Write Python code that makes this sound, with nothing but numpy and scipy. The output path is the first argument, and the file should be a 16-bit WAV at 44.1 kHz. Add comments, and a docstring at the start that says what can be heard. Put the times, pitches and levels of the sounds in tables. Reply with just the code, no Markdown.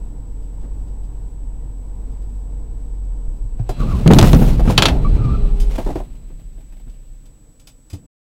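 """A car hits a motorcycle at a night-time junction, heard from a small camera on the windscreen.
First engine and road drone in the cabin, with the whine of the camera's electronics that lasts throughout.
The car brakes and its tyres squeal by stick-slip friction. Blows then excite the body's low modes and
overload the microphone, while panels crumple and fracture and hard parts crack against the glass.
Loose things tumble as the car stops; at last it rocks on its springs, the engine idles and debris settles."""
import sys
import numpy as np
from scipy import signal
from scipy.fft import rfft, irfft
from scipy.io import wavfile
from scipy.ndimage import uniform_filter1d

SR = 44100
rng = np.random.default_rng(int(sys.argv[2]) if len(sys.argv) > 2 else 0)


def generate_wav(sig):
    """Save sig (samples, or channels by samples) to the path in sys.argv[1] as 16-bit PCM at SR."""
    pcm = np.round(np.clip(np.atleast_2d(sig).T, -1, 1) * 32767).astype(np.int16)
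    wavfile.write(sys.argv[1], SR, pcm)


N = 369116
TIME = np.arange(N) / SR
BRAKE_S, IMPACT_S, HALT_S, END_S = 3.8, 4.15, 5.95, 8.065

# Impacts: start_s, level_db
BODY_BLOWS = [(.63, -31.5), (3.690, -22), (4.060, 6.5), (4.103, 10), (4.160, 1), (4.226, 4.5), (4.331, 6),
              (4.412, -4.5), (4.675, -4), (4.778, -7), (6.3, -34), (6.865, -35), (7.938, -29)]  # bumps and heavy blows on the body
PANEL_FRACTURES = [(4.0765, -9), (4.112, -19), (4.135, -8), (4.1445, -14), (4.1865, -1.5), (4.190, -2.5),
                   (4.2005, -17), (4.2125, -5), (4.2275, -7), (4.3312, -10), (4.347, -15)]  # panels breaking
GLASS_STRIKES = [(4.7777, -1), (4.8221, -2.5), (4.8551, -3), (4.8835, -12.5)]  # hard parts striking the windscreen
CABIN_KNOCKS = [(.645, -41.5), (3.592, -33), (3.692, -18.5), (4.110, -4), (4.19, -6.5), (4.414, -17),
                (4.594, -16), (4.651, -20), (4.698, -13), (5.782, -14.5), (5.862, -18), (5.887, -19.5),
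                (5.902, -20), (5.955, -16), (6.0, -25), (6.578, -47.5), (7.936, -40)]  # loose things knocking in the cabin
TRIM_SNAPS = [(3.690, -36.5), (5.599, -34), (5.617, -41), (6.895, -57), (7.255, -55), (7.596, -51),
              (7.671, -40.5), (7.899, -43.5), (7.930, -42)]  # small plastic parts snapping
# Deep thuds of suspension and floor: start_s, pitch_hz, level_db
FLOOR_THUDS = [(3.28, 31.7, -8.5), (3.44, 110, -25.5), (3.598, 112.4, -11), (3.934, 60.5, -6),
               (4.917, 56.4, -4), (5.044, 109, -11), (5.13, 67.4, -5), (5.19, 112, -7.5),
               (5.248, 124, -6.5), (5.319, 53.4, -3.5), (7.930, 87.3, -20), (7.933, 293, -31)]
# Strikes on a metal part: start_s, level_db, t60_s
METAL_STRIKES = [(3.692, -50, 1.0), (4.86, -54.5, 3.4)]
# Panels folding and scraping: start_s, hold_s, level_db
PANEL_FOLDS = [(3.815, .015, -41), (3.904, .14, -43), (4.14, .32, -35), (4.253, .025, -25.5),
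               (4.48, .015, -30), (4.699, .015, -30), (4.797, 0.092, -41.5), (5.752, 0.017, -36)]
# Tyre squeals: start_s, span_s, nominal_pitch_hz, level_db, pitch_scatter_ratio
TYRE_SQUEALS = [(3.779, .12, 1193, -35.5, 0.05), (3.861, .17, 1190, -33.5, .1),
                (5.044, 0.042, 1177, -25, .02), (5.166, .38, 1226, -35.5, 0.02)]
# Engine drone in the cabin: time_s, firing_hz, level_db
ENGINE_CURVE = [(0, 41.02, -29.5), (.8, 45.35, -27.5), (2.2, 45.5, -27), (3.3, 43.01, -25.5),
                (3.7, 42.2, -36)]

# Broad modes of the car body: pitch_hz, bandwidth_hz, relative_db
BODY_MODES = [(74, 17, -3), (124, 38, 3.5), (163.6, 29, 7), (230, 55, -0.5), (316.7, 22, -8),
              (456.5, 56, -12.5), (700, 130, -24), (1210, 1100, -28.5)]
# Modes of the plastic trim: pitch_hz, relative_db, t60_s
TRIM_MODES = [(2600, -3, .02), (3075, -5, .04), (3490, -3, .03), (4870, -0.5, 0.028)]
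# Line spectra: pitch_hz, relative_db
GLASS_MODES = [(651.4, -32), (1367, -33), (1787, -37), (2250, -40), (2649, -35.5), (2702, -32.5),
               (3063, -33), (3278, -31), (3618, -33), (3887, -35), (4064, -35), (4194, -32.5),
               (4527, -35.5), (5157, -45.5), (5900, -40.5), (6745, -45)]  # the windscreen
METAL_MODES = [(2660, -5.5), (3285, -2.5), (4020, -0.5), (4110, -7.5)]  # the ringing metal part
WHINE_LINES = [(7714, -78.5), (7779, -79), (7838, -68.5), (7897, -56.5), (7957, -74)]  # the camera's electronics

# Continuous spectra: frequency_hz, relative_density_db
SWAY_SPECTRUM = [(12, -27), (22, 6), (36, 9), (46, 7), (65, -16), (120, -57.5)]  # chassis swaying
DRUM_SPECTRUM = [(45, -23.5), (80, -5), (125, -0.5), (170, -4.5), (230, -9.5), (330, -18), (500, -23),
                 (800, -32.5), (1500, -48.5), (4000, -73.5)]  # roof and doors drumming
SCRAPE_SPECTRUM = [(200, -11.5), (500, 3), (900, -2.5), (1700, -11), (2800, -9), (5000, -14.5),
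                   (9000, -19.5), (15500, -24)]  # panels scraping
FRACTURE_SPECTRUM = [(300, -1), (900, 8), (1800, -4.5), (3000, 1.5), (4200, -3.5), (6000, -7),
                     (9000, -14.5), (15500, -24.5)]  # panels breaking
CONTACT_SPECTRUM = [(200, -9.5), (600, -3), (1000, -5.5), (1400, -1.5), (1900, -8), (3200, -1), (4200, -5),
                    (5200, -12), (8000, -20), (15000, -30)]  # hard contact with glass
SPLINTER_SPECTRUM = [(3000, -20), (8000, -7), (12500, 0), (15500, -1)]  # flying splinters
HOLLOW_SPECTRUM = [(150, -22), (260, 8.5), (400, 2.5), (520, -1.5), (680, 3), (860, -3), (1100, -14.5),
                   (1800, -22), (2700, -26.5), (6000, -34.5), (15000, -41)]  # hollow objects and dashboard
PLASTIC_SPECTRUM = [(600, -3), (1700, -9), (3000, -5), (5300, -3.5), (8000, -3.5), (11000, -9.5),
                    (15500, -13)]  # plastic trim
GRIND_SPECTRUM = [(300, -5), (800, 0), (1300, -1), (1800, -8), (2600, -3.5), (3200, -9.5), (4100, -7.5),
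                  (5200, -17), (9000, -23), (15000, -32)]  # rubber grinding on asphalt
ROAD_SPECTRUM = [(15, -6.5), (24, -3), (38, -8), (65, -17.5), (100, -17.5), (190, -28), (310, -27.5),
                 (360, -39), (450, -33), (620, -43.5), (930, -41.5), (1150, -53.5), (2000, -62),
                 (5000, -70)]  # road noise in the cabin
MURMUR_SPECTRUM = [(15, -3.5), (30, 5), (70, -11), (130, -10.5), (200, -17.5), (310, -14), (380, -34),
                   (460, -19), (600, -28.5)]  # cabin of the halted car
DEBRIS_SPECTRUM = [(1000, -6), (2500, -0.5), (3800, -4), (6000, -13), (13000, -10)]  # small debris settling
HISS_SPECTRUM = [(500, 2.5), (2500, -3.5), (4500, -4.5), (7000, -2.5), (7850, 6.5), (9000, -5), (11000, -9),
                 (15000, -5.5)]  # electronic hiss


def body_blows():
    """Impact excitation: blows set the body's broad low modes booming; thuds are a few damped cycles."""
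    # A mode's decay time is inversely proportional to its bandwidth.
    modes = [(hz, db + 20 * np.log10(width), np.log(1000) / (np.pi * width))
             for hz, width, db in BODY_MODES]
    boom = steady(through(rng.standard_normal(N), modal_response(modes)), window_s=.02)
    thuds = sum(np.sqrt(2) * np.sin(2 * np.pi * hz * (TIME - s)) * hits([(s, db)], t60_s=.14, rise_s=.0034)
                for s, hz, db in FLOOR_THUDS)
    jolts = BODY_BLOWS + [(s, db - 7) for s, db in CABIN_KNOCKS]  # knocks also jolt the body
    return boom * hits(jolts, t60_s=.125, rise_s=.0022) + thuds


def shudder():
    """Forced vibration: the chassis sways and the panels drum under impact, skid, judder and rocking."""
    heave = undb(-11) * swell(IMPACT_S, hold_s=.22, rise_db_per_s=148, fall_db_per_s=70.5)
    skid = undb(-13.5) * swell(IMPACT_S, hold_s=1.53, rise_db_per_s=17.5, fall_db_per_s=50)
    judder = undb(-21) * swell(BRAKE_S, hold_s=1.49, rise_db_per_s=500, fall_db_per_s=35)
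    struck = undb(-13) * hits(BODY_BLOWS, t60_s=.75, rise_s=.004)
    rock = rocking()
    sway = steady(noise(SWAY_SPECTRUM), window_s=.12) * power_sum(heave, skid, rock)
    drum = steady(noise(DRUM_SPECTRUM), window_s=.054) * power_sum(judder, struck, undb(-12) * rock)
    return sway * undb(2.6 * wander(12)) + drum


def rocking():
    """Damping: the envelope of the halted car's rocking on its springs decays exponentially."""
    return undb(-30.5) * swell(HALT_S, hold_s=0, rise_db_per_s=58, fall_db_per_s=11.5)


def windscreen():
    """Free vibration: hard contacts chatter against the glass, whose modes ring on briefly."""
    force = rng.standard_normal(N) * hits(GLASS_STRIKES, t60_s=.058, rise_s=.00016)
    force *= undb(.74 * wander(500))
    contact = through(force, spectral_response(CONTACT_SPECTRUM))
    ringing = through(force, modal_response([(hz, db, .044) for hz, db in GLASS_MODES]))
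    return undb(-2) * contact + undb(-13.5) * ringing


def fractures():
    """Sudden stress release: panels break with dry cracks; a struck metal part rings in its modes."""
    breaks = noise(FRACTURE_SPECTRUM) * hits(PANEL_FRACTURES, t60_s=.0145, rise_s=.000079)
    breaks *= undb(2.9 * wander(640))
    metal = sum(undb(db + 2 * wander(24)) * np.sin(phase_of(hz * (1 + .0012 * wander(33))))
                for hz, db in METAL_MODES)
    return breaks + unit(metal) * decays(METAL_STRIKES, rise_s=.004)


def crumple(grains_per_s=2500):
    """Shot noise: tiny fractures of uneven size crowd over a scrape as panels fold and wreckage slides."""
    occurs = rng.random(N) < grains_per_s / SR
    size_db = 2.8 * np.minimum(rng.exponential(size=N), 4)
    grains = occurs * rng.choice([-1, 1], N) * undb(size_db)
    force = unit(unit(grains) + .49 * rng.standard_normal(N))
    folds = [undb(db) * swell(s, hold_s, rise_db_per_s=298.5, fall_db_per_s=200.5)
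             for s, hold_s, db in PANEL_FOLDS]
    slide = undb(-45.5) * swell(HALT_S - .24, hold_s=.24, rise_db_per_s=56, fall_db_per_s=152)
    scrape = through(force, spectral_response(SCRAPE_SPECTRUM))
    return scrape * power_sum(*folds, slide) * undb(2.4 * wander(90))


def splinters():
    """Small bodies radiate high frequencies: fragments spray off the impact as bright, flickering noise."""
    spray = swell(IMPACT_S, hold_s=.28, rise_db_per_s=300, fall_db_per_s=150)
    return noise(SPLINTER_SPECTRUM) * spray * undb(-40 + 2.5 * wander(70))


def loose_things():
    """Damped resonance: tumbling objects and the dashboard knock hollowly; trim snaps and rattles."""
    dashboard = undb(-17.5) * hits(GLASS_STRIKES, t60_s=.55, rise_s=.0015)
    tumbles = hits(CABIN_KNOCKS, t60_s=.098, rise_s=.00143)
    knocks = steady(noise(HOLLOW_SPECTRUM), window_s=.01) * power_sum(tumbles, dashboard)
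    plastic = noise(PLASTIC_SPECTRUM)
    plastic += undb(-5) * through(rng.standard_normal(N), modal_response(TRIM_MODES))
    snaps = hits(TRIM_SNAPS, t60_s=.13, rise_s=.0016)
    rattle_hits = [(when * BRAKE_S, -57 - 10 * softness) for when, softness in rng.random((12, 2))]
    rattles = hits(rattle_hits, t60_s=.14, rise_s=.01)
    return knocks + plastic * (snaps + rattles) * undb(.77 * wander(300))


def squeals(rise_share=.27, sag_hz_per_db=1.1):
    """Stick-slip oscillation: the tread sounds two close, unsteady tones whose pitch follows the swell."""
    low_jitter, high_jitter, waver = wander(260), wander(260), .006 * wander(30)
    high_gain = undb(-7 + 5.7 * wander(27))
    sound = np.zeros(N)
    for start_s, span_s, nominal_hz, db, scatter in TYRE_SQUEALS:
        age = np.maximum(TIME - start_s, 0) / (rise_share * span_s)
        envelope = (age * np.exp(1 - age)) ** 2
        hz = nominal_hz + sag_hz_per_db * 20 * np.log10(np.maximum(envelope, .05))
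        low_phase = phase_of(hz * .975 * (1 + scatter * low_jitter + waver))
        high_phase = phase_of(hz * 1.07 * (1 + 2 * scatter * high_jitter))
        tones = np.sin(low_phase) + high_gain * np.sin(high_phase) + undb(-20) * np.sin(2 * low_phase)
        sound += undb(db) * envelope * unit(tones)
    return sound * undb(2.8 * wander(90))


def tyre_grind(hum_hz=406):
    """Sliding friction: rubber grinds on asphalt and fades as the car slows; a faint hum swells late."""
    sliding = swell(BRAKE_S, hold_s=1.5, rise_db_per_s=89, fall_db_per_s=26)
    grind = noise(GRIND_SPECTRUM) * undb(-46 + 1.7 * wander(50)) * sliding
    phase = phase_of(hum_hz * (1 + .0027 * wander(20)))
    hum = undb(-39) * unit(np.sin(phase) + undb(-14.5) * np.sin(2 * phase))
    return grind + hum * swell(5.3, hold_s=.39, rise_db_per_s=35.5, fall_db_per_s=140)


def engine_drone():
    """Periodic forcing: the engine drives the cabin at its firing rate until the driver brakes."""
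    firing_hz, level_db = curves(ENGINE_CURVE)
    phase = phase_of(firing_hz * (1 + .025 * wander(8.3)))
    drone = unit(np.sin(phase) + undb(-30.5) * np.sin(2 * phase)) * undb(level_db + 1.1 * wander(21))
    return drone * swell(0, hold_s=BRAKE_S, rise_db_per_s=0, fall_db_per_s=201)


def road_rumble():
    """Random forcing: the road rumbles until the halt, then the floor rumbles with the rocking."""
    rolling = undb(-30) * swell(0, hold_s=HALT_S, rise_db_per_s=0, fall_db_per_s=78)
    return noise(ROAD_SPECTRUM) * power_sum(rolling, undb(-9.5) * rocking()) * undb(.87 * wander(11))


def engine_idle(firing_hz=31.7):
    """Nearly periodic forcing: slow firing makes the halted car throb, then fades."""
    phase = phase_of(firing_hz * (1 + .036 * wander(9)))
    throb = unit(np.sin(phase) + undb(-19) * np.sin(4 * phase)) * undb(-36.5 + 1.4 * wander(8))
    return throb * swell(HALT_S, hold_s=1.16, rise_db_per_s=101.5, fall_db_per_s=57)


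def settling_debris(settle_s=1.1):
    """Random impacts: debris settles in ticks and soft knocks over the low murmur of the halted car."""
    murmur = noise(MURMUR_SPECTRUM) * undb(-48.5 + 1.4 * wander(22)) * np.clip(TIME - HALT_S, 0, 1)
    landings = [(HALT_S + when * settle_s, 8 - 10 * softness) for when, softness in rng.random((18, 2))]
    ticks = hits(landings, t60_s=.063, rise_s=.002)
    debris = noise(DEBRIS_SPECTRUM) * (ticks + .57) + undb(7) * noise(HOLLOW_SPECTRUM) * ticks
    return murmur + undb(-63) * debris * swell(HALT_S, settle_s, rise_db_per_s=200, fall_db_per_s=20)


def electronics():
    """Modulation sidebands: a thin whine, split into lines by the camera's frame rate, over faint hiss."""
    whine = sum(undb(db) * unit(np.sin(phase_of(hz) + rng.uniform(0, 2 * np.pi)))
                for hz, db in WHINE_LINES)
    return undb(-5.5) * whine + noise(HISS_SPECTRUM) * undb(-65 + .7 * wander(12))


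def cabin(x, t60_s, wet_db):
    """Reverberation: the small padded cabin adds a short, dull tail."""
    t = TIME[:SR // 2]
    tail = rng.standard_normal(len(t)) * np.exp(-np.log(1000) * t / t60_s) * (t > .004)
    tail = signal.sosfilt(signal.butter(1, 4500, fs=SR, output="sos"), tail)
    return x + undb(wet_db) * through(x, tail / np.linalg.norm(tail))


def overload(x, ceiling):
    """Saturation: the microphone rounds large pressure swings into flat tops."""
    return x / (1 + (x / ceiling) ** 8) ** (1 / 8)


def undb(db):
    """Amplitude ratio of a level in decibels."""
    return 10 ** (np.asarray(db) / 20)


def unit(x):
    """Normalisation to rms 1."""
    return x / np.sqrt(np.mean(x ** 2))


def steady(x, window_s):
    """Normalisation of the short-time rms to about 1."""
    return x / np.sqrt(np.abs(uniform_filter1d(x ** 2, max(int(window_s * SR), 2))) + 1e-12)


def power_sum(*envelopes):
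    """Incoherent addition: envelopes combine in power."""
    return np.linalg.norm(envelopes, axis=0)


def curves(rows):
    """Linear interpolation of a table's columns in time."""
    time_s, *columns = np.transpose(rows)
    return [np.interp(TIME, time_s, column) for column in columns]


def phase_of(hz):
    """Phase as the time integral of frequency."""
    return 2 * np.pi * np.cumsum(hz * np.ones(N)) / SR


def spectral_response(points, size=8192):
    """Minimum-phase impulse response of unit energy; its spectrum falls away above the last point."""
    hz, db = np.transpose(points)
    bins_hz = np.maximum(np.fft.rfftfreq(size, 1 / SR), 1)
    gain = undb(np.interp(np.log(bins_hz), np.log(hz), db)) * np.minimum(hz[-1] / bins_hz, 1) ** 2
    cepstrum = irfft(np.log(gain))
    cepstrum[1:size // 2] *= 2  # folding the cepstrum makes the response causal
    cepstrum[size // 2 + 1:] = 0
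    response = irfft(np.exp(rfft(cepstrum)))
    return response / np.linalg.norm(response)


def modal_response(modes):
    """Modal superposition: damped sines (pitch_hz, relative_db, t60_s), scaled to unit energy."""
    t = TIME[:SR // 2]
    response = sum(undb(db) * np.sin(2 * np.pi * hz * t) * np.exp(-np.log(1000) * t / t60_s)
                   for hz, db, t60_s in modes)
    return response / np.linalg.norm(response)


def through(force, response):
    """Convolution of a force with an impulse response."""
    return signal.fftconvolve(force, response)[:N]


def noise(points):
    """Spectral shaping of white noise, at rms 1."""
    return unit(through(rng.standard_normal(N), spectral_response(points)))


def wander(rate_hz):
    """Random modulation of rms 1: steps held for 1 / rate_hz and smoothed twice."""
    hold = max(int(SR / rate_hz), 1)
    steps = np.repeat(rng.standard_normal(N // hold + 1), hold)
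    return unit(uniform_filter1d(uniform_filter1d(steps, hold), hold)[:N])


def swell(start_s, hold_s, rise_db_per_s, fall_db_per_s):
    """Exponential growth to 1 at start_s, a hold, then exponential decay."""
    early_s, late_s = np.maximum(start_s - TIME, 0), np.maximum(TIME - start_s - hold_s, 0)
    return undb(-np.minimum(rise_db_per_s * early_s + fall_db_per_s * late_s, 200))


def decays(rows, rise_s):
    """Exponential decay after a quick rise: impacts (start_s, level_db, t60_s) summed in power."""
    power = np.zeros(N)
    for start_s, db, t60_s in rows:
        start = int(start_s * SR)
        t = TIME[:min(int(2 * t60_s * SR), N - start)]
        envelope = undb(db) * (1 - np.exp(-t / rise_s)) * np.exp(-np.log(1000) * t / t60_s)
        power[start:start + len(t)] += envelope ** 2
    return np.sqrt(power)


def hits(rows, t60_s, rise_s):
    """Equal damping: the envelope of impacts (start_s, level_db) that share one decay time."""
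    return decays([(s, db, t60_s) for s, db in rows], rise_s)


def scene():
    """Superposition at the microphone: the deep sounds saturate and the sharp ones reverberate."""
    deep = overload(engine_drone() + road_rumble() + engine_idle() + shudder() + body_blows(), ceiling=.9)
    sharp = windscreen() + fractures() + splinters() + loose_things() + crumple()
    sharp = cabin(sharp, t60_s=.15, wet_db=-19.5)
    return (deep + sharp + tyre_grind() + squeals() + settling_debris() + electronics())[None]


def record(dry, cutoff_hz=15800):
    """Amplitude and band limiting: peaks stop at full scale, the top is cut, and the sound ends abruptly."""
    gate = np.clip((END_S - TIME) / .0057, 0, 1)
    lowpass = signal.ellip(8, .2, 70, cutoff_hz, fs=SR, output="sos")
    return signal.sosfilt(lowpass, np.clip(dry, -1, 1) * gate)


dry = scene()
out = record(dry)
generate_wav(out)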